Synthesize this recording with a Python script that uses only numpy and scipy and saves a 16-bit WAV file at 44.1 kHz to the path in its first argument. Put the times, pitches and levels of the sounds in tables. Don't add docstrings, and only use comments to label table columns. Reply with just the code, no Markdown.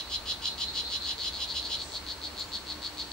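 import sys
import numpy as np
from scipy import signal
from scipy.fft import rfft, irfft
from scipy.io import wavfile
from scipy.ndimage import uniform_filter1d

SR = 44100
rng = np.random.default_rng(int(sys.argv[2]) if len(sys.argv) > 2 else 0)


def undo_db(level):
    steps = np.asarray(level, float) / 20
    return 10 ** steps


def generate_wav(signal):
    frames = np.transpose(np.atleast_2d(signal))
    scaled = np.clip(frames, -1, 1) * 32767
    pcm = np.round(scaled).astype(np.int16)
    wavfile.write(sys.argv[1], SR, pcm)


N = 137592


def evened(x):
    return x / np.sqrt(np.mean(x ** 2) + 1e-20)


def read(points, hz):
    f, value = np.transpose(points)
    return np.interp(np.log(hz + 1), np.log(f + 1), value)


def resonate(x, hz, width_hz):
    turn = np.exp(2j * np.pi * hz * np.arange(x.shape[-1]) / SR)
    r = np.exp(-np.pi * width_hz / SR)
    return 2 * (turn * signal.lfilter([(1 - r) ** 2], [1, -2 * r, r * r], x / turn)).real


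def add_click(mix, s, db):
    at = int(s * SR) + np.arange(-8, 9)
    inside = (at >= 0) & (at < len(mix))
    click = np.sinc(at - s * SR) * np.hanning(19)[1:-1]
    mix[at[inside]] += undo_db(db) * click[inside]


def forest(x, t60_s):
    t = np.arange(SR // 2) / SR
    fade = undo_db(-60 * t / t60_s) * np.minimum(t / .008, 1)
    tail = rfft(rng.standard_normal((2, len(t))) * fade)
    tail = irfft(tail / np.sqrt(uniform_filter1d(abs(tail) ** 2, size=150)))
    return signal.fftconvolve(x[None], tail, axes=1)[:, :len(x)]


def click_gaps(base_s, extra_s, kept, squeeze_s):
    k = np.arange(30)
    return np.maximum(base_s + extra_s * kept ** k - squeeze_s * k, .0029)


def click_trains(calls, levels_db, gaps, swell, sac, lead, shy_starts_s):
    first_db, rise_share, last_db = swell
    modes = np.zeros((len(sac), N + lead))
    luck = rng.standard_normal((len(calls), 2, 30))
    for (start, length, tempo), db, (late, uneven) in zip(calls, levels_db, luck):
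        jitter_s = .0002 * late * (np.arange(30) > 0)
        t = tempo * (np.cumsum(gap := gaps) - gap) + jitter_s
        for s, uneven_by in zip(t[t <= length], uneven):
            done = s / length
            level_db = db + np.interp(done, [0, rise_share, 1], [first_db, 0, last_db]) + 1.6 * uneven_by
            if s == 0 and start in shy_starts_s:
                level_db -= 12
            for row, mode in zip(modes, sac):
                add_click(row, start - .0006 + s + lead / SR, level_db + mode[3] * (done - .5))
    return modes


def frog(calls, levels_db, gaps, swell, sac, echoes, pan_db, left_lag_s, wet_db, t60_s, shy_starts_s=()):
    lead = SR // 10
    modes = click_trains(calls, levels_db, gaps, swell, sac, lead, shy_starts_s)
    rings = np.zeros_like(modes)
    for n, (hz, width_hz, db, _, _) in enumerate(sac):
        sign = (-1) ** n
        rings[n] = sign * undo_db(db + 36.5) * resonate(modes[n], hz, width_hz) * 500 / width_hz
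    scattered = undo_db(np.array(sac)[:, 4]) @ rings

    ears = np.zeros((2, 400))
    add_click(ears[0], 10 / SR + left_lag_s, pan_db / 2)
    add_click(ears[1], 10 / SR, -pan_db / 2)
    for s, left_db, right_db in echoes:
        add_click(ears[0], s * 1.04, left_db)
        add_click(ears[1], s * .96, right_db)
    direct = signal.oaconvolve(rings.sum(0)[None], ears, axes=1)[:, 10:N + lead + 10]
    wet = undo_db(wet_db)
    out = direct + wet * forest(scattered, t60_s)
    return out[:, lead:] / np.sqrt(1 + wet ** 2)


# (start [s], length [s], gap stretch [ratio])
NEAR_CALLS = [(-.0555, .066, 1.0), (.0990, .064, .95), (.2567, .067, .97), (.4195, .067, .95),
              (.5815, .063, .97), (.7420, .067, .97), (.9021, .065, .97), (1.0575, .065, .95),
              (1.2165, .071, 1.02), (1.3810, .065, 1.03), (1.5357, .064, .98), (1.6867, .069, .99)]
NEAR_CALL_DB = [-41.5, -36, -35.5, -36, -36, -36.5, -37, -36.5, -37, -36.5, -36.5, -36.5]
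# (pitch [Hz], width [Hz], level [dB], growth over call [dB], extra scatter [dB])
NEAR_SAC_MODES = [(2968, 560, 0, -9, 2), (3430, 460, 1, -1.5, -2.5), (4050, 350, 4, 2, 4),
                  (4870, 540, 2, -11.5, -4), (5450, 890, -5.5, 7, -2.5), (6600, 1180, -5.5, -11, -1.5),
                  (7210, 350, -12.5, -6, -3.5), (8600, 4400, -11, -19, 10.4), (10520, 750, -17.5, 7, 4)]
# (delay [s], left [dB], right [dB])
NEAR_LEAVES = [(.0012, -12, -10), (.0021, -11, -14), (.0052, -13, -11)]


def near_frog():
    gaps = click_gaps(base_s=.0047, extra_s=.0001, kept=.5, squeeze_s=.000105)
    swell = (-14, .55, -2)
    return frog(NEAR_CALLS, NEAR_CALL_DB, gaps, swell, NEAR_SAC_MODES, NEAR_LEAVES,
                pan_db=.6, left_lag_s=-.00004, wet_db=-2.5, t60_s=.14)


def rival_gaps():
    return click_gaps(base_s=.0050, extra_s=.0042, kept=.48, squeeze_s=.00013)


# (start [s], length [s], gap stretch [ratio])
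RIVAL_CALLS = [(.5780, .060, 1.1), (.7275, .061, 1.05), (.8790, .061, 1.04), (1.0229, .061, 1.03),
               (1.1720, .065, 1.05), (1.3244, .056, 1.03), (1.4680, .061, .99), (1.6187, .060, .99),
               (1.7711, .060, 1.04), (1.9201, .061, 1.06), (2.0657, .061, .98), (2.2168, .060, 1.04),
               (2.3691, .060, .98), (2.5196, .058, .945), (2.6698, .060, .99), (2.8201, .059, 1.03),
               (2.9728, .058, .98), (3.1170, .058, 1.0)]
RIVAL_CALL_DB = [-45, -40, -42, -37.5, -38.5, -39.5, -39, -38.5, -40, -39.5, -39, -39.5, -39, -38, -40,
                 -38.5, -39, -37.5]
# (pitch [Hz], width [Hz], level [dB], growth over call [dB], extra scatter [dB])
RIVAL_SAC_MODES = [(3180, 650, -6.5, 2.1, -0.088), (3817, 790, 3, .1, -0.37), (4377, 495, 7, 0.5, 1),
                   (5000, 1040, -6, 3.3, 0.23), (6430, 3300, -1, .1, -0.73)]
# (delay [s], left [dB], right [dB])
RIVAL_LEAVES = [(.0011, -15, -11), (.0036, -9, -12), (.0062, -18, -15)]


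def rival_frog():
    swell = (-4.5, .55, -3.5)
    return frog(RIVAL_CALLS, RIVAL_CALL_DB, rival_gaps(), swell, RIVAL_SAC_MODES, RIVAL_LEAVES,
                pan_db=1.3, left_lag_s=-.00003, wet_db=-5, t60_s=.15,
                shy_starts_s=(.7275, 1.1720, 1.4680))


# (start [s], length [s], gap stretch [ratio])
FAR_CALLS = [
    (.02, 0.14, 1.0),
    (.17, 0.068, 0.91),
    (.335, 0.044, 1.0),
    (.495, 0.028, 0.86),
    (.655, 0.04, 0.98),
    (.825, 0.05, 1.0),
    (.99, .05, 0.87),
]
FAR_CALL_DB = [-48, -56, -48, -37, -34, -34.5, -37]
# (pitch [Hz], width [Hz], level [dB], growth over call [dB], extra scatter [dB])
FAR_SAC_MODES = [(4120, 510, 4, .1, .1), (3600, 500, -11, .1, .1)]


def far_frog():
    return frog(FAR_CALLS, FAR_CALL_DB, rival_gaps(), (-4.5, .55, -3.5), FAR_SAC_MODES, [],
                pan_db=.1, left_lag_s=.0001, wet_db=14, t60_s=.15)


# (start [s], length [s], level [dB])
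CRICKET_CHIRPS = [
    (0.594, 0.022, -49),
    (0.65, 0.027, -59),
    (.69, 0.025, -57),
    (2.385, 0.024, -46),
    (2.426, .032, -55),
    (2.476, 0.029, -55),
]


def cricket():
    pitch_hz, octave_db, throb_hz = 7190, -13, 184
    t, swell = np.arange(N) / SR, np.zeros(N)
    for s, length, db in CRICKET_CHIRPS:
        done = np.clip((t - s) / length, 0, 1)
        throb = 0.36 + 0.13 * np.cos(2 * np.pi * throb_hz * (t - s))
        swell += undo_db(db + 11) * np.sin(np.pi * done) ** 2 * throb
    wobble = 1.6 * evened(uniform_filter1d(rng.standard_normal(N), 200))
    turn = 2 * np.pi * pitch_hz * t + wobble
    chirps = swell * (np.sin(turn) + undo_db(octave_db) * np.sin(2 * turn))
    return chirps * undo_db([[2.5], [-3.5]]) + undo_db(-1.0) * forest(chirps, 0.26)


def twitter():
    start_s, length_s, level_db = 1.812, 0.15, -52.5
    top_hz, low_hz = 8900, 5370
    out, u = np.zeros(N), np.linspace(0, 1, 500)
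    for when, drop, softness in rng.random((220, 3)):
        spread = min(0.69 + 6.7 * when, 1)
        hz = (top_hz - (top_hz - low_hz) * drop * spread) * (1 - 0.078 * u)
        note = np.sin(np.pi * u) * np.sin(2 * np.pi * np.cumsum(hz) / SR)
        at = int((start_s + length_s * when) * SR)
        out[at:at + 500] += undo_db(-6.0 * softness - 3.1 * when) * note
    return undo_db(level_db) * (0.51 * out + forest(out, 0.2))


# (pitch [Hz], likeness [0 to 1])
EAR_LIKENESS = [(60, 0.84), (150, 0.9), (500, .65), (1200, 0.71), (3000, 0.067), (8000, 0.11),
                (15000, 0.038)]
# (pitch [Hz], width [Hz], start level [dB], end level [dB], left over right [dB])
DRONE_TONES = [
    (58, 30, -55.5, -59.5, -1),
    (72, 23, -52.5, -55, 1.3),
    (301.6, 8.6, -66.5, -55, 0),
    (906, 78, -61, -64, 9),
    (1093, 8.6, -67, -67, -6),
    (4260, 700, -50.5, -50.5, -1),
    (7800, 74, -82, -71, 18),
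]


def drone():
    out = np.zeros((2, N))
    for hz, width_hz, start_db, end_db, pan_db in DRONE_TONES:
        left, other = rng.standard_normal((2, N))
        same = np.clip(read(EAR_LIKENESS, hz) + 0.3, 0, 1)
        right = same * left + np.sqrt(1 - same ** 2) * other
        tone = signal.hilbert(resonate(np.array([left, right]), hz, width_hz))
        if width_hz < 100:
            tone = tone / abs(tone) ** .5
        level_db = np.linspace(start_db, end_db, N) + np.array([[pan_db / 2], [-pan_db / 2]])
        out += evened(tone.real) * undo_db(level_db)
    return out


# (pitch [Hz], level per Hz [dB])
WASH_COLOUR = [(71, -25), (120, -6.5), (307, -6.5), (816, -8), (902, -7.5), (2260, -12.5), (2930, -12),
               (4280, -12.5), (14200, -30)]


def wash():
    frames, hz = N // 256 + 5, np.fft.rfftfreq(1024, 1 / SR)
    a, b, c, d, patches = rng.standard_normal((frames, 513, 5)).T
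    patches = evened(uniform_filter1d(uniform_filter1d(patches, 12, 0), 14, 1))
    same = np.clip(read(EAR_LIKENESS, hz), -1, 1)[:, None]
    left = a + 1j * b
    right = same * left + np.sqrt(1 - same ** 2) * (c + 1j * d)
    treble_cut_db = 33.0 * np.clip((hz - 14300) / 500, 0, 1)
    colour_db = (read(WASH_COLOUR, hz) - treble_cut_db)[:, None] + 0.56 * patches
    z = np.array([left, right]) * undo_db(colour_db) * (hz > 30)[:, None]
    return undo_db(-45.5) * evened(signal.istft(z, nperseg=1024, noverlap=768)[1][:, :N])


def whine():
    turn = 2 * np.pi * 15709.5 * np.arange(N) / SR
    return np.array([undo_db(-52) * np.sin(turn), undo_db(-61) * np.sin(turn + 2.5)])


def scene():
    frogs = near_frog() + rival_frog() + far_frog()
    return frogs + cricket() + twitter() + drone() + wash()


def top_cut(x):
    return signal.sosfilt(signal.butter(12, 15950, fs=SR, output="sos"), x)


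def record(dry):
    mix = dry + whine()
    return top_cut(mix)


dry = scene()
out = record(dry)
generate_wav(out)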